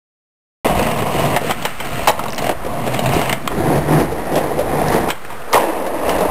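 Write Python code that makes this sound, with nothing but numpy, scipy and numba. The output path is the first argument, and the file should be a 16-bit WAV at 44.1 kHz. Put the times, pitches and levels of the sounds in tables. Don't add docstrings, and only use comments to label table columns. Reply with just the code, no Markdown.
import sys
import numpy as np
from scipy import signal
from scipy.io import wavfile
from scipy.ndimage import uniform_filter1d
from numba import njit

SR = 44100
rng = np.random.default_rng(int(sys.argv[2]) if len(sys.argv) > 2 else 0)


def natural_amplitude(level_db):
    exponent = np.asarray(level_db, float) / 20
    return 10 ** exponent


def materialize(psi):
    bounded = np.clip(np.atleast_2d(psi).T, -1, 1)
    quanta = np.round(bounded * 32767).astype(np.int16)
    wavfile.write(sys.argv[1], SR, quanta)


N = 277908

START_S, CUT_S, LAND_S = 0.6465, 3.51, 5.53

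# pitch_hz, density_db (per Hz)
TRAFFIC_SPECTRUM = [(41, -32), (70, -7.5), (260, -18), (1170, -12.5), (1460, -2.5), (1880, -16),
                    (3200, -35.5), (5400, -50)]
# pitch_hz, width_hz, level_db
BRICK_MODES = [
    [(125.6, 57, -0.5), (232, 32, 0.5), (302, 90, -4.5)],
    [(459, 194, -4), (700, 86, 1), (1020, 273, -6)],
    [(1314, 150, 13), (2050, 630, 6.5), (2880, 420, 8), (4640, 4300, -7.5)],
]
LEDGE_MODES = [
    [(152.5, 30, -1.4), (231, 48, -2), (351, 96, -0.45)],
    [(435, 103, 3), (716, 140, 2), (986, 370, -4.5)],
    [(1300, 210, 12), (1850, 465, 7), (2530, 1200, -0.5), (5380, 2500, -10.5)],
]
ASPHALT_MODES = [
    [(180, 23, -5), (250, 130, -6), (337, 48, 2)],
    [(452, 224, -1.5), (682, 183, 1), (920, 390, -5)],
    [(1390, 350, 7), (1780, 560, 3), (2700, 370, 0), (5100, 3200, -14)],
]
# low_hz, high_hz
RADIATION_BANDS = [(110, 445), (300, 1370), (1100, 8400)]
# time_s, load_db
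PLAZA_LOAD = [
    [(0.67, -17.5), (0.752, -18), (0.788, -16.5), (0.936, -20.5), (1.08, -20), (1.174, -19), (1.2, -17),
     (1.36, -19)],
    [(1.378, -36), (1.5, -22), (1.54, -33.5), (1.64, -30), (1.68, -29), (1.768, -41), (1.80, -31),
     (1.964, -26), (2.065, -25)],
    [(2.115, -31), (2.149, -28.5), (2.191, -25.5), (2.349, -30.5), (2.473, -19.5), (2.501, -25.5),
     (2.53, -27)],
    [(2.545, -33.5), (2.643, -28.5), (2.757, -25), (2.861, -23.5), (2.963, -20.5), (3.007, -24),
     (3.149, -18), (3.271, -21), (3.32, -20.5)],
    [(3.34, -28), (3.389, -34), (3.465, -27.5), (3.49, -31.5)],
]
LOT_LOAD = [
    [(3.512, -24.5), (3.756, -16), (3.806, -21), (3.868, -23), (3.934, -13), (4.005, -14.5), (4.076, -25),
     (4.284, -23), (4.345, -16.5)],
    [(4.4, -21), (4.442, -20.5), (4.558, -22.5), (4.59, -19.5), (4.631, -21.5), (4.853, -16), (4.929, -14),
     (5.065, -20.5), (5.095, -21)],
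    [(5.112, -27.5), (5.15, -35), (5.218, -39), (5.33, -33.5), (5.454, -35.5), (5.515, -27.5)],
    [(5.6, -16), (5.66, -19), (5.734, -20.5), (5.922, -22.5), (6.072, -16.5), (6.115, -15.5), (6.155, -17),
     (6.233, -18.5), (6.29, -18)],
]
# boom_db, rattle_db, wind_db, slope (rattle dB per dB of load)
RIDE_SHARES = [(-3.5, -7.5, -34, 0.93), (-2.5, -2, -41, 0.95), (-3.5, -6.5, -41, 1.4), (-4, -7, -38.5, 2),
               (-.5, -17, -42, 0.2), (-1, -9.5, -33.5, 0.89), (-4.5, -11.5, -34, 1.46),
               (-7.5, -7.5, -48, 1.7), (-9, -12.5, -44, 1.35)]
# time_s, peak_db
GUSTS = [(.68, -30), (.77, -36), (1.17, -28), (2.05, -29), (3.15, -24), (3.32, -37), (3.6, -29),
         (3.85, -32), (4.88, -29), (5.03, -31), (6.085, -33), (6.2, -34), (6.29, -30)]
# ratio (to deck pitch), level_db, width_hz
DECK_OVERTONES = [(0.964, 3.5, 125), (1.303, -7.5, 273), (0.66, -5.5, 240)]
# ratio (to truck pitch), level_db, width_hz
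TRUCK_OVERTONES = [(1.044, 1.5, 360), (0.58, -4, 620), (1.39, 0, 340), (3.05, -22.5, 1700)]
# start_s, peak_db, crack_db, deck_hz
JOINTS = [(.653, -7, -10, 457), (.695, -8, -8, 654), (.793, -7, -4, 487), (0.987, -9.5, -12, 460),
          (1.021, -8.5, -8, 457), (1.067, -10.5, -13, 765), (1.146, -10, -32, 460), (1.254, -7.5, -13, 720),
          (1.413, -14, -22, 540), (1.443, -12.5, -26, 480), (2.192, -9.5, -14, 1020),
          (2.236, -10, -13, 690), (2.257, -13.5, -24, 1050), (2.29, -18, -22, 300), (2.511, -9.5, -16, 605),
          (2.647, -13, -26, 580), (2.664, -13.5, -20, 493), (2.734, -16.5, -18, 694),
          (2.864, -6.5, -26, 650), (2.875, -7.5, -23, 584), (3.037, -8.5, -23, 690), (3.164, -5, -23, 325),
          (3.19, -10, -9, 765)]
# start_s, peak_db, crack_db, truck_hz
CLACKS = [(.828, -12, -1, 1990), (.867, -9, -6, 1940), (.912, -8, -6, 1690), (1.203, -21, -11, 2060),
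          (1.624, -20, 0.5, 3160), (2.082, -4, 2.5, 2830), (2.282, -20, 4, 2700), (2.33, -17.5, 0, 1930),
          (2.38, -14, 4, 2900), (2.388, -12.5, -.5, 2050), (2.421, -12, -9, 3220), (2.443, -13, -1, 1960),
          (2.466, -7, -10, 1950), (2.944, -10.5, -3, 2310), (2.991, -4.5, -5, 2800),
          (3.059, -6, -4.5, 2640), (3.09, -9.5, -7, 2700), (3.134, -5.5, -20, 2700),
          (3.214, -8.5, -1, 2200), (3.258, -24, 10.5, 1870), (3.294, -18.5, 12, 1980),
          (3.327, -9.5, 6, 2210), (5.248, -32, 11, 1750), (5.42, -30.5, 4, 1880)]
# start_s, peak_db, crack_db, deck_hz, t60_s
SLAMS = [(1.363, -2.5, -2.5, 700, 0.041), (1.371, -5.5, -14, 680, .025), (1.495, -9.5, -10, 686, 0.13),
         (1.509, -7, 3, 1110, 0.039), (1.651, -6, 2.5, 820, 0.037), (1.801, -17.5, 4, 920, .05),
         (2.073, 5.5, -10, 882, 0.063), (2.095, -3, -21, 850, 0.044), (2.492, -4, -5.5, 656, 0.06),
         (3.475, -8, 2.5, 1100, 0.019), (4.356, -5.5, -12, 567, 0.2), (5.088, -11, -4, 1020, 0.11),
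         (5.103, -11.5, 7.5, 1010, 0.032), (5.302, -19.5, -6, 990, 0.084), (5.324, -21, -10, 1000, 0.055),
         (5.522, -15, -20, 890, 0.061), (5.531, -2.5, -5.5, 930, 0.086), (5.543, -0.5, -1, 480, 0.045),
         (5.552, 0.5, -27, 884, .11), (5.574, -3, -15.5, 870, .07), (5.598, -12.5, -9, 800, 0.14),
         (6.093, -11, 2.5, 830, 0.027)]
# start_s, peak_db, deck_hz
BUMPS = [(3.514, -18, 1010), (3.756, -9.5, 584), (3.776, -8.5, 620), (3.909, -22, 450), (4.0, -9, 290),
         (4.119, -11.5, 450), (4.377, -4.5, 570), (4.588, -6, 500), (4.609, -11.5, 547), (4.921, -12, 654),
         (4.954, -7.5, 520), (5.865, -12, 604), (6.182, -8.5, 586), (6.205, -9.5, 700), (6.228, -9, 630)]
# start_s, length_s, level_db, pitch_hz
FLEXES = [(0.678, .12, -20, 201), (1.002, 0.36, -26.5, 110.3), (1.204, .05, -20, 150),
          (1.844, 0.19, -30, 138), (2.802, .18, -25.5, 129.5), (3.046, 0.097, -22, 128.5),
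          (3.278, 0.052, -23, 132), (4.78, 0.16, -24.5, 151), (6.143, 0.086, -24, 180),
          (3.638, .05, -16, 153), (3.759, 0.028, -16, 145), (3.918, 0.046, -12.5, 151)]
# start_s, peak_db
TICKS = [(.7944, -24), (.8275, -19), (1.068, -34), (1.2077, -24), (1.2271, -25), (1.257, -25), (1.365, -15),
         (1.652, -14), (2.1138, -16), (2.2383, -17), (2.3044, -19), (2.3235, -16), (2.3466, -18),
         (2.361, -19), (3.142, -12), (3.951, -21), (4.356, -8), (4.8844, -14), (5.5299, -2.5),
         (5.8217, -25), (6.094, -15)]


def level(x, db):
    return x * natural_amplitude(db) / np.sqrt(np.mean(x ** 2))


@njit
def svf(x, hz, width):
    y, b, l = np.empty(len(x)), 0., 0.
    g, k = np.tan(np.pi * hz / SR), width / hz
    for i in range(len(x)):
        v = (b + g * (x[i] - l)) / (1 + g * (g + k))
        b, l, y[i] = 2 * v - b, l + 2 * g * v, k * v
    return y


def ring(force, modes):
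    out = 0
    for k, (hz, width, db) in enumerate(modes):
        out = out + (-1) ** k * natural_amplitude(db) * svf(force, 1. * hz, 1. * width)
    return out


def walk(rate):
    k = int(SR / rate)
    held = np.repeat(rng.standard_normal(N // k + 1), k)
    return 1.4 * uniform_filter1d(uniform_filter1d(held, k), k)[:N]


def town():
    hz_at, db_at = np.transpose(TRAFFIC_SPECTRUM)
    out = 0
    for hz in 80 * 2 ** np.arange(0, 6.2, .5):
        db = np.interp(np.log(hz), np.log(hz_at), db_at) + 2.5 * walk(5.9)
        out = out + natural_amplitude(db) * svf(rng.standard_normal(N), hz, hz / 3)
    plaza_db, lot_db = -5, -4
    return level(out, -31) * natural_amplitude(np.where(np.arange(N) < CUT_S * SR, plaza_db, lot_db))


def grit(rate, spread_db):
    kick = rng.random(N) < rate / SR
    return kick * rng.standard_normal(N) * natural_amplitude(spread_db * rng.exponential(size=N))


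def jingle():
    return level(sum(svf(grit(90, 0.57), hz, hz / 18) for hz in np.geomspace(1700, 4300, num=9)), 0)


def ride_curves():
    curves = PLAZA_LOAD + LOT_LOAD
    s, load = np.concatenate(curves).T
    shares = np.repeat(RIDE_SHARES, [len(c) for c in curves], axis=0).T
    return s, load, shares


def rolling():
    t = np.arange(N) / SR
    s, load, (boom, rattle, _, slope) = ride_curves()
    usual_db = -22
    motion_db = [load + boom, load, usual_db + rattle + slope * (load - usual_db)]
    ground = (t > CUT_S).astype(int) + (t > LAND_S)
    load_db = 0.73 * walk(45)
    coarse, fine = level(grit(2000, 1.5), 0), level(grit(6000, 1.14), 0)
    out = 0
    for k, (share, own_db) in enumerate([(0.92, 0.98), (0.41, 0.54), (0.38, 0.55)]):
        kicks = share * coarse + (1 - share) * fine
        kicks = signal.sosfilt(signal.butter(2, RADIATION_BANDS[k], "band", fs=SR, output="sos"), kicks)
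        bodies = [level(ring(kicks, modes[k]), 0) for modes in (BRICK_MODES, LEDGE_MODES, ASPHALT_MODES)]
        body = np.choose(ground, bodies)
        if k == 2:
            body = body + natural_amplitude(np.where(ground, -16, -9.5)) * jingle()
        out = out + body * natural_amplitude(np.interp(t, s, motion_db[k]) + load_db + own_db * walk(14))
    return out


def wind():
    t = np.arange(N) / SR
    s, _, (_, _, wind_db, _) = ride_curves()
    rumble = svf(svf(rng.standard_normal(N), 45., 67.), 59., 110.)
    gust_s = .04
    puffs = sum(natural_amplitude(db) * np.exp(-np.abs(t - at) / gust_s) for at, db in GUSTS)
    return level(rumble, 0) * (natural_amplitude(np.interp(t, s, wind_db)) + puffs) * natural_amplitude(1.9 * walk(15))


def truck_pitch(deck_hz):
    return 1420 + 0.81 * deck_hz


def strikes():
    joints = [(s, p, c, hz, truck_pitch(hz), 0.052) for s, p, c, hz in JOINTS]
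    clacks = [(s, p, c, 680, hz, 0.034) for s, p, c, hz in CLACKS]
    slams = [(s, p, c, hz, truck_pitch(hz), t60) for s, p, c, hz, t60 in SLAMS]
    bumps = [(s, p, -24, hz, truck_pitch(hz), 0.081) for s, p, hz in BUMPS]
    return joints + clacks + slams + bumps


def blows():
    out, n = np.zeros(N + SR), SR // 6
    t = np.arange(n) / SR
    first = 1 + 4.6 * np.exp(-t / 0.00046)
    for s, peak_db, crack_db, deck_hz, truck_hz, t60 in strikes():
        fade = np.log(1000) * (t / np.clip(t60, .01, .4)) ** 1.76
        chatter = rng.standard_normal((3, n)) * np.minimum(t / 0.00081, 1)
        deck_modes = [(deck_hz * r, w, db) for r, db, w in DECK_OVERTONES]
        deck = ring(chatter[0] * np.exp(-2.6 * fade), deck_modes)
        truck_modes = [(truck_hz * r, w, db) for r, db, w in TRUCK_OVERTONES]
        crack = ring(chatter[1] * first * np.exp(-np.sqrt(1.65 * fade) * 1.08), truck_modes)
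        thud = svf(chatter[2] * np.exp(-1.5 * fade), 234., 160.)
        i = int(s * SR)
        for part, db in [(deck, 0), (crack, crack_db), (thud, -15.5)]:
            out[i:i + n] += part / np.abs(part).max() * natural_amplitude(peak_db + db)
    return out[:N]


def flex():
    t = np.arange(N) / SR
    width_hz, rise_db_per_s = 9.6, 266
    out = 0
    for s, length, db, hz in FLEXES:
        drone = level(svf(rng.standard_normal(N), 1. * hz, width_hz), -2.8)
        away = np.maximum(np.maximum(s - t, t - s - length), 0)
        out = out + drone * natural_amplitude(np.maximum(db - rise_db_per_s * away, -120))
    return svf(out, 145., 150.)


def ticks():
    out, t = np.zeros(N + SR), np.arange(SR // 20) / SR
    t60_s = 0.0084
    for s, peak_db in TICKS:
        burst = rng.standard_normal(len(t)) * np.exp(-np.log(1000) * t / t60_s)
        click = svf(burst, 5420., 1500.)
        out[int(s * SR):][:len(t)] += click / np.abs(click).max() * natural_amplitude(peak_db)
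    return out[:N]


def walls(hits):
    t = np.arange(SR // 3) / SR
    t60_s = 0.26
    echo = level(rng.standard_normal(len(t)) * np.exp(-np.log(1000) * t / t60_s) * (t > .012), -54.5)
    return svf(signal.fftconvolve(hits, echo)[:N], 1000., 2500.)


def scene():
    street = town() + rolling() + wind()
    hits = blows() + ticks()
    return (street + hits + flex() + walls(hits))[None]


def roll_off(x):
    return signal.sosfilt(signal.butter(12, 16090, fs=SR, output="sos"), x)


def record(dry):
    x = signal.sosfilt(signal.butter(1, 6500, fs=SR, output="sos"), dry[0])
    offset, sink_db, sink_s = 0.076, -17, 0.77
    fall = np.exp(-1 / (sink_s * SR))
    loud = signal.lfilter([1 - fall], [1, -fall], np.abs(x))
    x = x + offset / (1 + (loud / natural_amplitude(sink_db)) ** 2)
    ceiling, steps, hold = .63, 256, 4
    x = x / (1 + (x / ceiling) ** 12) ** (1 / 12)
    x = np.round(x[::hold] * steps / ceiling) * ceiling / steps
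    x = np.repeat(x, hold)[:N]
    x = x * (np.arange(N) > START_S * SR)
    x = signal.sosfilt(signal.ellip(10, .2, 80, 15550, fs=SR, output="sos"), x)
    return roll_off(x[None])


dry = scene()
out = record(dry)
materialize(out)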